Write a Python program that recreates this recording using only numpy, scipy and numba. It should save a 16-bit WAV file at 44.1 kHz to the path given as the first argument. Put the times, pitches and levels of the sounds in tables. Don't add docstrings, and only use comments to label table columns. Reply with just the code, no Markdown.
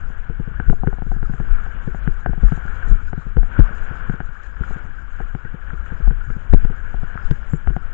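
import sys
import numpy as np
from scipy import signal
from scipy.fft import rfft, irfft, next_fast_len
from scipy.io import wavfile
from scipy.ndimage import uniform_filter1d
from numba import njit

SR = 44100
rng = np.random.default_rng(int(sys.argv[2]) if len(sys.argv) > 2 else 0)


def log_audio(samples):
    frames = np.atleast_2d(samples).T
    limited = np.clip(frames, -1, 1)
    pcm = np.round(limited * 32767).astype(np.int16)
    wavfile.write(sys.argv[1], SR, pcm)


N = 349713

# t/s, rush level/dB, spray level/dB
WATER_LEVELS = [(0.0, -48, -76), (0.33, -49.5, -81), (0.93, -49.5, -79.5), (1.15, -50, -76.5),
                (1.48, -45, -76.5), (1.66, -45.5, -75), (2.38, -47.5, -79), (2.5, -43, -68.5),
                (2.69, -42, -75), (2.87, -43, -72.5), (3.13, -50.5, -79), (3.42, -52, -78),
                (3.58, -39.5, -74), (3.73, -42.5, -73.5), (3.84, -42.5, -73), (4.26, -48.5, -77.5),
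                (4.55, -49.5, -77), (4.63, -44, -76), (4.82, -44.5, -74), (4.88, -47, -77.5),
                (5.25, -49, -77.5), (5.6, -50.5, -80.5), (5.7, -46.5, -77), (5.87, -45, -76),
                (6.2, -50, -79), (6.45, -48, -77), (6.68, -49, -79), (6.88, -44.5, -75), (7.09, -45, -75.5),
                (7.62, -49.5, -77), (7.93, -46, -76)]
# f/Hz, level/dB
CASE_MUFFLING = [(120, -9), (200, -3.5), (324, -15), (473, -8), (565, -10.5), (750, -10), (1010, -9.5),
                 (1250, -5.5), (1470, 1), (1650, -2), (2060, -17.5), (2270, -13.5), (2620, -21),
                 (2980, -19), (3500, -28), (4000, -45), (4600, -50.5)]
# f/Hz, width/Hz, level/dB
SPRAY_PEAKS = [(5020, 710, -5), (6860, 1700, 0.5), (3934, 700, -4.5)]
# t/s, level/dB
SWAY_LEVELS = [(0.0, -27), (0.49, -29), (0.64, -26), (0.9, -30.5), (1.2, -25.5), (1.72, -25.5),
               (2.63, -27.5), (2.92, -21.5), (3.18, -32), (3.58, -26), (3.89, -28), (4.35, -35),
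               (4.59, -29.5), (4.99, -31), (5.5, -36), (5.7, -30), (5.94, -28.5), (6.76, -25.5),
               (6.87, -29.5), (7.93, -29.5)]
# t/s, thud through the mount level/dB, rap on the wall level/dB, cavity ring level/dB
KNOCK_EVENTS = [(0.102, -28, -42, -58), (0.298, -20, -36.5, -36), (0.399, -18, -40, -45),
                (0.476, -21, -65, -48), (0.6, -19, -26, -22.5), (0.699, -11, -27.5, -23),
                (0.729, -21.5, -22.5, -38), (0.835, -17.5, -22.5, -39), (0.873, -10, -29, -23),
                (0.929, -29, -28.5, -33.5), (0.985, -32, -34, -46), (1.021, -22, -28, -31.5),
                (1.066, -23.5, -48, -49), (1.117, -24, -27, -35), (1.164, -25, -39, -44),
                (1.229, -16.5, -32.5, -27.5), (1.297, -22, -40, -47), (1.337, -24.5, -37, -32),
                (1.401, -18, -31, -32), (1.664, -54, -33, -32), (1.876, -16, -57, -44),
                (1.947, -28, -27.5, -33), (2.076, -13.5, -33, -21.5), (2.261, -28.5, -16.5, -20.5),
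                (2.294, -16.5, -41, -38), (2.333, -34, -27, -34), (2.378, -25, -36, -45),
                (2.433, -14.5, -51, -43.5), (2.521, -14.5, -26, -21.5), (2.576, -25, -31.5, -48),
                (2.653, -28.5, -35.5, -45), (2.875, -29, -46, -34), (2.91, -31, -61, -39),
                (2.951, -27.5, -46, -41), (3.131, -22, -26.5, -26), (3.178, -21, -41, -45),
                (3.267, -24, -53, -51), (3.369, -9.5, -33, -24), (3.387, -42, -31, -45),
                (3.431, -30, -30, -34), (3.591, -13.5, -56, -29), (3.708, -24.5, -56, -40),
                (3.911, -22.5, -35, -33), (4.097, -15.5, -32.5, -26), (4.139, -23.5, -42, -31),
                (4.204, -24.5, -24, -23), (4.61, -19.5, -43, -44), (4.708, -29, -30, -46),
                (4.762, -26, -65, -50), (5.203, -30, -27.5, -32), (5.35, -18.5, -32.5, -28.5),
                (5.451, -23.5, -46, -51), (5.543, -25.5, -55, -52), (5.733, -25.5, -55, -38),
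                (5.922, -22, -47, -47), (6.002, -27, -42, -50), (6.075, -25, -30, -32.5),
                (6.108, -21, -35.5, -32.5), (6.303, -19.5, -54, -26.5), (6.366, -24, -56, -54),
                (6.5296, -35, -40, -27), (6.537, 1, -14, -27), (6.649, -16, -40, -30),
                (6.7, -21.5, -38, -38), (6.943, -26.5, -28.5, -37), (7.033, -23.5, -31.5, -47),
                (7.155, -23, -32.5, -30), (7.311, -10.5, -32.5, -19), (7.535, -12.5, -35, -29),
                (7.674, -20.5, -25, -23), (7.703, -20.5, -39, -29), (7.765, -24, -22.5, -23)]
# f/Hz, level/dB, t60/s
CASE_MODES = [
    [(150, 2.5, 0.039), (171, -8.5, 0.016)],
    [(352, 0.5, 0.066), (447.3, 1.5, 0.048)],
    [(556, -9, 0.015), (730, 0, 0.02), (1010, -6, 0.013)],
    [(1490, 4, 0.011), (2100, -12.5, 0.012), (2990, -19.5, 0.012)],
]
CONTACT_TIMES = [0.0022, 0.0011, 0.0012, 0.0012]
# t/s, level/dB
DROP_SLAPS = [(1.585, -41.5), (2.484, -42), (2.68, -44.5), (4.569, -47.5), (4.636, -39.5), (5.7034, -42),
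              (7.1755, -34.5)]
# t/s, level/dB
OVERLOAD_CLICKS = [(0.6998, -28), (7.3133, -20.5)]
# t/s, level/dB, first swing f/Hz, last swing f/Hz, t60/s, direction of the first swing
JOLT_EVENTS = [(0.668, -3.5, 24.3, 34, 0.097, -1), (0.681, 3, 28.9, 6.4, 0.17, 1),
               (1.092, -10, 28, 30.6, 0.29, 1), (1.507, -4.5, 37, 12.4, 0.37, 1),
               (2.272, -9, 29, 52, 0.19, 1), (2.421, -7.5, 25.5, 46, 0.12, -1),
               (2.434, 1.5, 41, 40, 0.2, 1), (2.895, -2.5, 35.5, 41.5, 0.12, -1),
               (2.9104, 2.5, 41, 20, 0.14, 1), (3.378, -3, 38.5, 27, 0.28, 1), (3.59, 8, 201, 32, 0.17, 1),
               (5.214, -18, 29, 39, 0.22, 1), (6.023, -8, 37, 31.6, 0.69, 1), (6.074, 1, 33.5, 40, 0.15, 1),
               (6.496, -8, 35, 32, 0.24, 1), (6.531, 16.5, 95.3, 14.4, 0.11, -1),
               (6.634, -2.5, 15, 8.3, 0.14, 1), (7.245, -12, 11.3, 16.5, 0.25, -1),
               (7.317, -9.5, 39.2, 18, 0.14, 1), (7.676, -2, 38, 43, 0.12, -1)]

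BUBBLE_RATE, BUBBLE_HZ, BUBBLE_WIDTH_HZ, BUBBLE_DB = 150, 1478, 70, -3.5
STEADY_HZ, STEADY_SHARE = 2000, 0.83
WHISTLE_S, WHISTLE_HZ, WHISTLE_DB = (7.5, 7.572), 7250, -58.5
WHISTLE_WAVER, WHISTLE_WAVER_HZ = 0.017, 28
SWAY_HZ = 27.6
SHAKE_DB, SHAKE_RISE_S, SHAKE_FALL_S = -12.5, 0.01, 0.012
THUD_DB, RAP_DB = [0.5, -15, -33], [-12.5, -10, 1]
PUSH_S, PUSH_DB = 0.0017, 2
LEAN_S, LEAN_DB = 0.009, -6
REBOUND_HZ, REBOUND_DB, REBOUND_T60_S = 37.7, -2.5, 0.12
FAINT_COUNT, FAINT_DB, FAINT_SPREAD_DB = 8, -34.5, 3.5
CLICK_S = 0.00006
GAIN_DB = 5.5
AIR_TOP_HZ, TOP_HZ = 7700, 16000


def amp(db):
    return 10 ** (np.asarray(db) / 20)


def unit(x):
    return x / np.sqrt(np.mean(x ** 2))


def curves(table):
    times, *columns = np.transpose(table)
    return [np.interp(np.arange(N) / SR, times, column) for column in columns]


@njit
def svf(x, hz, width):
    y, band_state, low_state = np.empty(len(x)), 0., 0.
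    for i in range(len(x)):
        g, damping = np.tan(np.pi * hz[i] / SR), width / hz[i]
        v = (band_state + g * (x[i] - low_state)) / (1 + g * (g + damping))
        band_state = 2 * v - band_state
        low_state = low_state + 2 * g * v
        y[i] = damping * v
    return y


def band(x, hz, width):
    centre = hz * np.ones(N)
    once = svf(x, centre, 1. * width)
    return svf(once, centre, 1. * width)


def walk(rate):
    hold = int(SR / rate)
    steps = np.repeat(rng.standard_normal(N // hold + 1), hold)
    smooth = uniform_filter1d(uniform_filter1d(steps, hold), hold)
    return unit(smooth[:N])


def colour(x, points):
    size = next_fast_len(N)
    hz, db = np.transpose(points)
    bin_hz = np.arange(1, size // 2 + 2) * SR / size
    gain_db = np.interp(np.log(bin_hz), np.log(hz), db, left=-90, right=-90)
    return irfft(rfft(x, size) * amp(gain_db), size)[:N]


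def add(out, s, sound):
    i = max(int(s * SR), 0)
    out[i:i + len(sound)] += sound[:N - i]


def bumps(times, levels_db, rise_s, fall_s):
    grid = np.arange(0, N, 64)
    t = grid / SR - np.array(times)[:, None]
    hump = amp(levels_db)[:, None] * np.exp(-np.abs(t) / np.where(t < 0, rise_s, fall_s))
    return np.interp(np.arange(N), grid, np.sqrt(np.sum(hump ** 2, axis=0)))


def droplets(rate, spread_db):
    hit = rng.random(N) < rate / SR
    size_db = spread_db * np.minimum(rng.exponential(size=N), 4)
    return hit * rng.standard_normal(N) * amp(size_db)


def bubbles():
    streams = 0
    for _ in range(3):
        bursts = droplets(BUBBLE_RATE, 2.2)
        pitch = BUBBLE_HZ * np.exp(.14 * walk(40))
        streams = streams + svf(bursts, pitch, BUBBLE_WIDTH_HZ + 0.)
    return unit(streams)


def water():
    rush_db, spray_db = curves(WATER_LEVELS)
    surge, rush = walk(12), 0
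    for hz in 130 * 2 ** np.arange(0, 5.2, 1 / 3):
        source = rng.standard_normal(N) + .5 * unit(droplets(500, 4.1))
        steady_db = (hz > STEADY_HZ) * (STEADY_SHARE - 1) * (rush_db - rush_db.mean())
        burble_db = 1.34 * surge + 2.0 * walk(40)
        rush = rush + amp(steady_db + burble_db) * svf(source, hz * np.ones(N), 0.33 * hz)
    muffled_bubbles = unit(colour(bubbles(), CASE_MUFFLING))
    rush = unit(colour(rush, CASE_MUFFLING)) + amp(BUBBLE_DB + 2.5 * walk(14)) * muffled_bubbles
    patter = rng.standard_normal(N) + 0.72 * unit(droplets(460, 2.3))
    spray = sum(amp(db + 2.3 * walk(40)) * unit(band(patter, hz, width)) for hz, width, db in SPRAY_PEAKS)
    return amp(rush_db + 1.0) * rush + amp(spray_db + 0.5 + 2.2 * walk(35)) * spray


def whistle():
    t = np.arange(N) / SR
    outside_s = np.abs(t - np.clip(t, *WHISTLE_S))
    db = WHISTLE_DB - 3000 * outside_s
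    waver = WHISTLE_WAVER * np.cos(2 * np.pi * WHISTLE_WAVER_HZ * (t - WHISTLE_S[0]))
    hz = WHISTLE_HZ * (1 + waver) * (1 + 0.0046 * walk(200))
    return amp(db + 2.0 * walk(150)) * np.sin(2 * np.pi * np.cumsum(hz) / SR)


def sway():
    rest_db = curves(SWAY_LEVELS)[0]
    knock_s, thud_db = np.transpose(KNOCK_EVENTS)[:2]
    shake = bumps(knock_s, SHAKE_DB + thud_db, SHAKE_RISE_S, SHAKE_FALL_S)
    size = np.hypot(amp(rest_db), shake)
    swing_hz = SWAY_HZ * np.exp(.42 * walk(30))
    swing = np.sqrt(2) * np.sin(2 * np.pi * np.cumsum(swing_hz) / SR)
    heave = unit(band(rng.standard_normal(N), 16.2, 27.5))
    flutter = amp(2.2 * walk(24)) * unit(band(rng.standard_normal(N), 70, 42))
    lumps = amp(4.0 + 2.98 * np.tanh(walk(24)))
    rocking = size * lumps * (0.44 * swing + 0.71 * heave)
    return rocking + size ** 1.1 * amp(-28.5) * flutter


def ring(modes, chance, contact_s):
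    t = np.arange(SR // 8) / SR
    decay_factor = np.exp(0.21 * chance[-1])
    tone = 0
    for (hz, db, t60), c in zip(modes, chance):
        fade = np.exp(-np.log(1000) * t / t60 * decay_factor)
        tone = tone + amp(db + 1.1 * c) * np.sin(2 * np.pi * hz * (1 + 0.035 * c) * t) * fade
    return tone * np.sin(np.pi / 2 * np.minimum(t / contact_s, 1)) ** 2


def knocks():
    out = np.zeros(N)
    faint = []
    for u, (a, b) in zip(rng.random(FAINT_COUNT), rng.standard_normal((FAINT_COUNT, 2))):
        thud_db = FAINT_DB + FAINT_SPREAD_DB * a
        rap_db = FAINT_DB - 17 + FAINT_SPREAD_DB * b
        faint.append((u * N / SR, thud_db, rap_db, FAINT_DB - 15.5))
    chance = rng.standard_normal((len(KNOCK_EVENTS) + FAINT_COUNT, 4, 3))
    for (s, thud_db, rap_db, cavity_db), c in zip(faint + KNOCK_EVENTS, chance):
        solid_drive = np.hypot(amp(thud_db) * amp(THUD_DB), amp(rap_db) * amp(RAP_DB))
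        drive = [*solid_drive, amp(cavity_db)]
        blow = sum(g * ring(*part) for g, *part in zip(drive, CASE_MODES, c, CONTACT_TIMES))
        rebound = ring([(REBOUND_HZ, thud_db + REBOUND_DB, REBOUND_T60_S)], c[0, 2:], 0.013)
        add(out, s - .001, amp(1.5) * blow - rebound)
        add(out, s, amp(rap_db + PUSH_DB) * np.hanning(int(PUSH_S * SR)))
        add(out, s - LEAN_S, -amp(thud_db + LEAN_DB) * np.hanning(int(LEAN_S * SR)))
    for (s, db), c in zip(DROP_SLAPS, rng.standard_normal((len(DROP_SLAPS), 3))):
        add(out, s, amp(db + 11.5) * ring([(1394, 3.4, 0.029), (1538, 3.5, 0.022)], c, 0.0012))
    t = np.arange(SR // 100) / SR
    for s, db in OVERLOAD_CLICKS:
        add(out, s, -amp(db) * t / CLICK_S * np.exp(-t / CLICK_S))
    return out


def jolts():
    out, t = np.zeros(N), np.arange(SR // 2) / SR
    for s, db, first_hz, last_hz, t60, way in JOLT_EVENTS:
        pitch = last_hz + (first_hz - last_hz) * np.exp(-t * first_hz / 1.25)
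        attack = (1 - np.exp(-t / 0.0035)) ** 2
        fade = np.exp(-np.log(1000) * t / t60)
        swing = np.sin(2 * np.pi * np.cumsum(pitch) / SR)
        add(out, s, np.sign(way) * amp(db) * attack * fade * swing)
    return out


def scene():
    left = water() + whistle() + sway() + knocks() + jolts()
    return np.array([left, np.zeros(N)])


def record(dry):
    mic_filter = signal.ellip(8, .2, 60, AIR_TOP_HZ, fs=SR, output="sos")
    mic = signal.sosfilt(mic_filter, amp(GAIN_DB) * dry)
    clipped = np.clip(mic, -1, 1)
    return signal.sosfilt(signal.butter(8, TOP_HZ, fs=SR, output="sos"), clipped)


dry = scene()
out = record(dry)
log_audio(out)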